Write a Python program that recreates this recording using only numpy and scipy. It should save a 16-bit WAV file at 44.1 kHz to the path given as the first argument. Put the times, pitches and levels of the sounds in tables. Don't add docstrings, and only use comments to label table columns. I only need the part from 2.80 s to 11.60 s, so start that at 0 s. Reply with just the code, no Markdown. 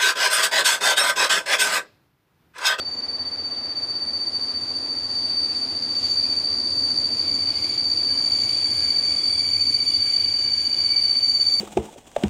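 import sys
import numpy as np
from scipy import signal
from scipy.fft import rfft, irfft
from scipy.io import wavfile

SR = 44100
rng = np.random.default_rng(int(sys.argv[2]) if len(sys.argv) > 2 else 0)


def log_audio(samples):
    frames = np.atleast_2d(samples).T
    limited = np.clip(frames, -1, 1)
    pcm = np.round(limited * 32767).astype(np.int16)
    wavfile.write(sys.argv[1], SR, pcm)


N = 388080
TIME_S = np.arange(N) / SR
BINS_HZ = np.fft.rfftfreq(N, 1 / SR)

# catch t/s, full grip t/s, start f/Hz, total sag/Hz,
# sag exponent, waver/Hz, level/dB, fade/(dB/s), overtone boost/dB, reflections/dB
WHEELS = [(-3.0, 5.8, 4590.3, 15.8, 1.4, .7, -23.2, .65, -3, -18),
          (-9.0, 1.3, 4574, 16, 2.1, .7, -32.8, 0, 4.5, -14.5),
          (-0.1, 6.0, 4686, 96, 1.4, 3, -30.3, 1.9, -1, -6),
          (1.3, 6.0, 4762, 91, 1.5, 3, -40.5, 1.5, -1, -5), (2.2, 3.3, 4665, 22, 1, 2.5, -35.5, 0, -1, -6),
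          (6.0, 7.5, 4639, 11, .8, .8, -27.3, 0, 4, -14.5),
          (-0.5, 5.9, 4803, 13.5, 1.6, .7, -42.3, .1, 14.5, -12.5)]
# t/s, length/s, lead boost/dB, twin boost/dB
SURGES = [(1.45, .5, -.5, 1.8), (2.15, .35, -1.2, -3), (2.55, .35, 2.5, -2), (2.9, .2, -2, -2),
          (3.42, .45, 0, 4), (4.25, .4, 1.5, .5), (4.85, .2, -3.5, 0), (6.92, .7, .5, 9),
          (8.45, 1.0, 0, 8.3)]
# level/dB, share of the wheel's overtone boost
OVERTONES = [(-35, 0.9), (-53, .5)]
# t/s, level/dB
NEARNESS = [(0, -3.5), (2.5, -1.5), (5, -3.5), (6.3, 3.5), (8.8, 5)]
# t/s, level/dB
ROLL_LEVEL = [(0, -44), (4.3, -43.5), (6.35, -43.9), (6.85, -46.5), (8.8, -47)]
# f/Hz, relative level/dB
ROLL_SPECTRUM = [(120, -19.5), (190, -4.5), (400, -1), (520, 0.5), (800, -1.5), (1150, -3.5), (1500, -7.5),
                 (2000, -7), (3000, -14.5), (5000, -9.5), (9000, -45.5)]
DRONE_SPECTRUM = [(130, -29), (175, -11), (200, -13.5), (232, -1), (258, -5), (290, 0), (330, -1.5),
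                  (360, -5.5), (400, -13), (600, -26)]
RUMBLE_SPECTRUM = [(20, -42.5), (38, -36), (55, -19), (72, -10), (88, 0.5), (105, -4), (140, -13.5),
                   (220, -16.5)]
HISS_SPECTRUM = [(1200, -20), (2500, -0.5), (3200, -2), (3800, 1), (4250, 8), (4900, 11.5), (5400, -1.5),
                 (6200, -0.5), (6800, -5), (7500, -12), (8400, -9.5), (9000, 0), (10200, -13), (12500, -30),
                 (15500, -24)]
# f/Hz, width/Hz, relative level/dB
FAR_MODES = [(4610, 113, -4), (4236, 150, -23.5), (5110, 120, -27.5)]
FAR_OVERTONES = [(9260, 176, -22), (13830, 140, -43)]
HUM_MODES = [(258.5, 8.7, 0), (169, 6.5, -11.5), (123, 6, -15), (473, 54, -7), (640, 14, -12.5)]
BRIGHT_MODES = [(6130, 120, -12), (6710, 130, -7), (7000, 60, 0.5), (7110, 76, -6), (10350, 70, -24),
                (11470, 200, -24.5), (11600, 35, -17.5)]
GRIND_MODES = [(1620, 40, -17.5), (2142, 53, -6.5), (2303, 65, -0.5), (2465, 54, -7), (2960, 130, -8),
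               (3345, 170, -7.5), (7570, 120, -17), (12110, 45, -24), (12750, 260, -31),
               (14500, 220, -28.5), (15020, 45, -35)]
# rise/(dB/s), full from t/s, until t/s, level/dB, fall/(dB/s)
FAR_SWELL = (2.5, 4.5, 6, -26, 5)
DRONE_SWELL = (2.1, 3.6, 5, -45, 2)
RUMBLE_SWELL = (1.7, 4.5, 7.0, -46.8, 3.5)
HUM_SWELL = (1.0, 3.5, 5, -51, 2)
HISS_SWELL = (4.5, 3, 6.5, -43.5, 1.4)
BRIGHT_SWELL = (3.0, 6, 5.5, -48.7, 0.2)
GRIND_SWELL = (7.0, 6.0, 8.3, -49, 5.0)
# t/s, length/s, boost/dB
HUM_BLOOM = [(4.2, 0.5, 6)]
# t/s, length/s, hiss boost/dB, bright ring boost/dB, grinding boost/dB
BITES = [(0.13, .16, -6.5, 7, 0), (1.9, 0.76, 1, 2, 0), (2.55, 0.48, 3, -2.5, 4), (3.25, .24, 2, 7.5, 2),
         (3.5, .24, 2, 2.5, 8), (4.5, 0.24, 1, 2, 8.5), (4.8, 0.38, 2, -2, 8), (5.6, 0.39, 2.5, 1.5, 2.5),
         (6.03, 0.22, 1.5, 2, 2), (6.3, 0.13, 2.5, -2.5, 0), (6.72, .2, -1, -1, 3.5),
         (7.35, 0.26, 2, 1, 2.5)]
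# centre t/s, length/s, f/Hz, level/dB
CHIRPS = [(3.45, .41, 2420, -56.5), (4.7, .25, 2960, -57), (5.35, .15, 1640, -52), (5.36, .15, 3000, -54),
          (5.83, 0.24, 3350, -50), (5.83, .25, 8000, -60), (6.03, 0.43, 1660, -57),
          (6.305, 0.076, 2270, -45), (6.45, .43, 3410, -51.5), (6.45, 0.32, 8000, -58),
          (7.05, 1.4, 2300, -50), (7.12, .18, 3480, -51), (7.8, 1.7, 2945, -51), (7.7, 1.5, 1656, -57.5),
          (8.0, .15, 3420, -56), (8.152, 0.13, 2307, -39.5), (8.72, 0.28, 3480, -53)]


def undb(db):
    return 10 ** (np.asarray(db) / 20)


def curve(table):
    return np.interp(TIME_S, *np.transpose(table))


def noise(gain):
    shaped = irfft(rfft(rng.standard_normal(N)) * gain, N)
    return shaped / np.sqrt(np.mean(shaped ** 2))


def walk(rate_hz):
    return noise(1 / (1 + (BINS_HZ / rate_hz) ** 2))


def coloured_noise(spectrum):
    hz, db = np.transpose(spectrum)
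    edges = np.minimum(BINS_HZ / hz[0], 1) ** 2 / np.maximum(BINS_HZ / hz[-1], 1) ** 3
    return noise(undb(np.interp(np.log(BINS_HZ + 1), np.log(hz), db)) * edges)


def resonances(modes, flutter_db):
    out = 0
    for hz, width_hz, db in modes:
        ring = noise(1 / (1 + ((BINS_HZ - hz) / width_hz) ** 2 / 2) ** 2)
        out = out + ring * undb(db + flutter_db * walk(13))
    return out


def swell(rise_db_per_s, full_s, until_s, db, fall_db_per_s):
    rise_db = rise_db_per_s * np.maximum(full_s - TIME_S, 0)
    fall_db = fall_db_per_s * np.maximum(TIME_S - until_s, 0)
    return db - rise_db - fall_db


def bump(centre_s, length_s):
    return np.exp(-(2 * (TIME_S - centre_s) / length_s) ** 4)


def boosts(events):
    return sum(np.outer(db, bump(centre_s, length_s)) for centre_s, length_s, *db in events)


def scattered(phase, spread_hz):
    return walk(spread_hz) * np.cos(phase) + walk(spread_hz) * np.sin(phase)


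def squeal(wheel, surge_db=0, grip_db=1.06):
    catch_s, full_s, start_hz, sag_hz, sag_power, waver_hz, db, fade_db_per_s, boost_db, echo_db = wheel
    near_db = curve(NEARNESS)
    hz = start_hz - sag_hz * (TIME_S / TIME_S[-1]) ** sag_power
    phase = 2 * np.pi * (np.cumsum(hz + waver_hz * walk(4)) / SR + rng.random())
    tone = np.sqrt(2) * np.sin(phase) + undb(echo_db + near_db) * scattered(phase, spread_hz=30)
    for multiple, (partial_db, share) in enumerate(OVERTONES, 2):
        tone += undb(partial_db + share * boost_db + near_db) * scattered(multiple * phase, spread_hz=13)
    build_up = np.clip((TIME_S - catch_s) / (full_s - catch_s), 0, 1)
    fade_db = fade_db_per_s * np.maximum(TIME_S - full_s, 0)
    return tone * build_up * undb(db + surge_db - fade_db + grip_db * walk(1.1))


def wheels(others_db=0.05):
    lead, twin, *others = WHEELS
    lead_db, twin_db = boosts(SURGES)
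    pair = squeal(lead, lead_db) + squeal(twin, twin_db)
    return pair + undb(others_db) * sum(squeal(wheel) for wheel in others)


def far_squeal(unsteady_db=1.52, overtone_db=-0.5):
    level_db = swell(*FAR_SWELL) + unsteady_db * walk(4)
    modes = resonances(FAR_MODES, flutter_db=0.4)
    overtones = resonances(FAR_OVERTONES, flutter_db=1) * undb(curve(NEARNESS) + overtone_db)
    return (modes + overtones) * undb(level_db)


def rolling(flutter_db=0.5):
    return coloured_noise(ROLL_SPECTRUM) * undb(curve(ROLL_LEVEL) + flutter_db * walk(19))


def body_drone():
    return coloured_noise(DRONE_SPECTRUM) * undb(swell(*DRONE_SWELL))


def track_rumble(lurch_db=1.2):
    return coloured_noise(RUMBLE_SPECTRUM) * undb(swell(*RUMBLE_SWELL) + lurch_db * walk(6))


def motor_hum():
    bloom_db, = boosts(HUM_BLOOM)
    return resonances(HUM_MODES, flutter_db=0.4) * undb(swell(*HUM_SWELL) + bloom_db)


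def block_hiss(bite_db, flicker_db=1.55, judder_db=1.0):
    centres_hz, step_hz = np.linspace(0, SR / 2, 16, retstep=True)
    spectrum = rfft(coloured_noise(HISS_SPECTRUM))
    bands = (irfft(spectrum * np.maximum(1 - np.abs(BINS_HZ - hz) / step_hz, 0), N) for hz in centres_hz)
    hiss = sum(band * undb(flicker_db * walk(9)) for band in bands)
    return hiss * undb(swell(*HISS_SWELL) + bite_db + judder_db * walk(25))


def bright_ring(bite_db, unsteady_db=1.52):
    ring = resonances(BRIGHT_MODES, flutter_db=0.3)
    return ring * undb(swell(*BRIGHT_SWELL) + bite_db + unsteady_db * walk(4))


def grinding(bite_db):
    return resonances(GRIND_MODES, flutter_db=1.8) * undb(swell(*GRIND_SWELL) + bite_db)


def chirps(spread_hz=32):
    return sum(undb(db) * bump(centre_s, length_s) * scattered(2 * np.pi * hz * TIME_S, spread_hz)
               for centre_s, length_s, hz, db in CHIRPS)


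def scene():
    hiss_db, bright_db, grind_db = boosts(BITES)
    squeals = wheels() + far_squeal()
    running_gear = rolling() + body_drone() + track_rumble() + motor_hum()
    brakes = block_hiss(hiss_db) + bright_ring(bright_db) + grinding(grind_db) + chirps()
    return (squeals + running_gear + brakes)[None]


def record(dry, cutoff_hz=15400):
    return signal.sosfilt(signal.ellip(10, .2, 80, cutoff_hz, fs=SR, output="sos"), dry)


dry = scene()
out = record(dry)
log_audio(out)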